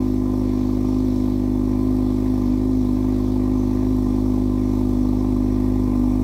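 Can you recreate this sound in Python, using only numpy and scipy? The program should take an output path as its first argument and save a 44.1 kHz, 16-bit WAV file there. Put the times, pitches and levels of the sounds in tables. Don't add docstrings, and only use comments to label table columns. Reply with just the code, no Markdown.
import sys
import numpy as np
from scipy import signal
from scipy.fft import rfft, irfft
from scipy.io import wavfile
from scipy.ndimage import uniform_filter1d

SR = 44100
rng = np.random.default_rng(int(sys.argv[2]) if len(sys.argv) > 2 else 0)


def waveform_to_disk(signal):
    frames = np.transpose(np.atleast_2d(signal))
    scaled = np.clip(frames, -1, 1) * 32767
    samples = np.round(scaled).astype(np.int16)
    wavfile.write(sys.argv[1], SR, samples)


N = 274743


def undb(db):
    return 10 ** (np.asarray(db) / 20)


def unit(x):
    return x / np.sqrt(np.mean(x ** 2))


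def curve(table):
    times, values = np.transpose(table)
    return np.interp(np.arange(N) / SR, times, values)


def walk(rate):
    hold = max(int(SR / rate), 1)
    steps = rng.standard_normal(8192)[np.arange(N) // hold % 8192]
    return unit(uniform_filter1d(uniform_filter1d(steps, hold), hold))


def colour(x, points):
    hz, db = np.transpose(points)
    freqs = np.fft.rfftfreq(N, 1 / SR) + 1
    gain = undb(np.interp(np.log(freqs), np.log(hz), db))
    return unit(irfft(rfft(x) * gain, N))


def resonate(x, hz, width):
    b, a = signal.iirpeak(hz, hz / width, fs=SR)
    return unit(signal.lfilter(b, a, signal.lfilter(b, a, x)))


def per_cycle(phase):
    return np.interp(phase, np.arange(1024), rng.standard_normal(1024))


def bursts(phase, length):
    return unit(np.exp(-(phase % 1) / length))


def wall_echo(sound, decay_s=0.012):
    t = np.arange(8192) / SR
    echoes = rng.standard_normal(len(t)) * t * np.exp(-t / decay_s)
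    return unit(signal.fftconvolve(sound, echoes)[:N])


def engine_bay(phase, gain_db=4.5, hiss_db=-55, tick_db=-1, echo_db=-8, scatter_db=3, grain_db=6):
    # (time [s], relative level [dB])
    sizzle = [(0.0, -54.5), (0.3, -56.0), (0.6, -54.0), (0.8, -55.0), (0.9, -52.5), (1.6, -55.5),
              (1.8, -55.0), (2.4, -54.0), (2.7, -55.0), (2.9, -53.5), (3.1, -55.0), (3.2, -52.5),
              (3.5, -56.0), (3.6, -54.0), (6.23, -55.5)]
    # (frequency [Hz], relative level [dB])
    hiss_colour = [(300, 14), (1400, 1), (1600, 2), (2400, 1), (2850, -5), (3600, -0.5), (4900, -1),
                   (5900, -5), (7000, -5.5), (8200, -5), (9400, -10), (11500, -7), (14000, -6.5),
                   (15700, -11)]
    # (frequency [Hz], width [Hz], relative level [dB])
    metal_parts = [(1880, 180, -16), (2274, 490, -12.5), (3480, 105, -17.5), (3935, 260, -17),
                   (4360, 150, -19.5), (5290, 41, -17.5), (5660, 250, -15), (6170, 220, -17),
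                   (8200, 770, -23)]
    sizzle_db = curve(sizzle)
    level = lambda hz: undb(sizzle_db if 2900 <= hz < 7500 else hiss_db)
    beat = bursts(phase, length=0.68) + bursts(2 * phase, length=0.68)
    edges_hz = [300, 1400, 2900, 5000, 7500, 11000, 18000]
    freqs = np.fft.rfftfreq(N, 1 / SR)
    hiss = metal = 0
    for low, high in zip(edges_hz, edges_hz[1:]):
        uneven_db = scatter_db * np.tanh(per_cycle(2 * phase)) + grain_db * np.tanh(walk(1500))
        ticks = unit(beat * undb(uneven_db))
        noise = rng.standard_normal(N) + undb(tick_db) * ticks * rng.standard_normal(N)
        flicker = undb(0.86 * walk(9))
        in_band = (freqs >= low) & (freqs < high)
        hiss += irfft(rfft(noise * flicker * level(low)) * in_band, N)
    for hz, width, db in metal_parts:
        gain = level(hz) * undb(db + 2 * walk(14))
        metal += gain * resonate(beat * rng.standard_normal(N), hz, width)
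    sound = undb(hiss_db) * colour(hiss, hiss_colour) + metal
    return undb(gain_db) * (sound + undb(hiss_db + echo_db) * wall_echo(sound))


def rumble():
    # (frequency [Hz], width [Hz], level [dB])
    low_rings = [(19.7, 70, -64), (68.6, 17, -46.5), (135.3, 25, -45.5), (334, 56, -46.5), (385.8, 26, -48)]
    return sum(undb(db) * resonate(rng.standard_normal(N), hz, width) for hz, width, db in low_rings)


def gas_puffs(phase, strength, stray_hz, base_db=-42, db_per_hz=-0.6, db_per_s=0.17, scatter_db=1.3):
    # (frequency [Hz], relative level [dB])
    puff_colour = [(330, -14), (420, -1.5), (520, -1), (590, -3.5), (740, -5), (900, -1), (990, -9.5),
                   (1040, -1), (1110, -9.5), (1190, -5), (1280, -18), (1500, -30), (2500, -36)]
    flow_db = base_db + db_per_hz * stray_hz + db_per_s * np.arange(N) / SR + 0.8 * walk(8.7)
    flow = 0.25 + np.abs(np.cos(np.pi * (phase + 0.046))) ** 0.74
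    alternation = 1 + 0.21 * np.cos(np.pi * phase)
    push = unit(flow * alternation * undb(scatter_db * np.tanh(strength)))
    return undb(flow_db) * colour(push * rng.standard_normal(N), puff_colour)


def gas_whistle(pitch_hz=1023, waver_hz=5.5, flutter_db=2, swell_db=1.3, gain_db=-1):
    # (time [s], relative level [dB])
    loudness = [(0.03, -50), (1.73, -50.5), (2.04, -45), (2.07, -53), (3.05, -48), (3.26, -60), (3.5, -48),
                (5.49, -51), (5.6, -47), (5.63, -52.5), (5.91, -45), (6.2, -56)]
    hz = pitch_hz + waver_hz * walk(50)
    tone = np.sin(2 * np.pi * np.cumsum(hz) / SR)
    flutter = undb(flutter_db * walk(30) + swell_db * walk(9))
    return undb(curve(loudness) + gain_db) * unit(tone * flutter)


def exhaust(phase, strength, stray_hz, lag_s=0.049, reach_hz=0.85, waver_db=0.41, rough_db=-0.37):
    # (multiple of the firing rate, level at idle [dB], slope [dB per Hz of stray],
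    # bend [dB per Hz squared], growth [dB per s])
    strong_tones = [(1, -28.5, 0, 1, 0.54), (2, -29.5, 1.35, -1.1, 0.24), (4, -32.5, -.5, -4.5, 0.27),
                    (5, -22, 0.16, 4, 0), (6, -29, -2.5, -0.4, 0), (7, -32.5, 3.5, -7, 0)]
    # (multiple of the firing rate, relative level [dB])
    weak_tones = [(1.5, -41), (2.5, -27.5), (2.75, -33.5), (3, -28.5), (3.75, -32), (5.5, -30),
                  (6.5, -40.5), (7.5, -25), (8, -37.5), (9, -32), (10, -32), (11, -29.5), (12, -31.5),
                  (13, -33), (14, -34.5), (15, -32.5)]
    t = np.arange(N) / SR
    late_hz = np.clip(np.interp(t - lag_s, t, stray_hz), -reach_hz, reach_hz)
    tones = []
    for multiple, db, slope, bend, growth in strong_tones:
        pipe_db = slope * late_hz + bend * late_hz ** 2
        tones.append((multiple, db + pipe_db + growth * t + waver_db * walk(14)))
    tones += [(multiple, db - 20) for multiple, db in weak_tones]
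    drone = 0
    for multiple, db in tones:
        boom_lag = 0.201 * (multiple < 4)
        smear = 0.056 * max(multiple - 7, 0) ** 2
        edge_db = rough_db * strength * (multiple > 6)
        turns = multiple * (phase - boom_lag) - smear
        drone += undb(db + edge_db) * np.cos(2 * np.pi * turns)
    return np.sqrt(2) * drone


def scene(idle_hz=50.82, jitter=0.0038, wobble=0.0051, start_phase=0.67, valve_lead=0.25):
    # (time [s], firing rate [Hz])
    speed = [(0.0, 51.02), (0.76, 50.73), (1.04, 51.56), (1.12, 50.64), (1.78, 50.88), (1.84, 51.57),
             (2.12, 50.71), (2.26, 51.57), (2.48, 49.9), (2.58, 51.38), (2.76, 51.55), (2.9, 50),
             (3.0, 51.31), (3.42, 50.83), (3.54, 51.6), (3.68, 50.54), (3.88, 51.7), (4.04, 50.36),
             (4.26, 51.37), (4.32, 50.69), (4.9, 50.85), (4.96, 50.06), (5.28, 51.22), (5.36, 50.44),
             (5.78, 51.21), (6.0, 49.74), (6.23, 51.1)]
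    phase = start_phase + np.cumsum(curve(speed)) / SR + wobble * walk(14)
    stray_hz = np.gradient(phase) * SR - idle_hz
    phase += jitter * per_cycle(phase)
    strength = per_cycle(phase)
    sound = exhaust(phase, strength, stray_hz) + rumble()
    sound += gas_puffs(phase, strength, stray_hz) + gas_whistle()
    sound += engine_bay(phase + valve_lead)
    return sound[None]


def record(dry, fade_s=0.006, top_hz=15750):
    fade = np.minimum(np.arange(N) / (fade_s * SR), 1)
    treble_cut = signal.ellip(12, 0.1, 90, top_hz, fs=SR, output="sos")
    return signal.sosfilt(treble_cut, dry * fade)


dry = scene()
out = record(dry)
waveform_to_disk(out)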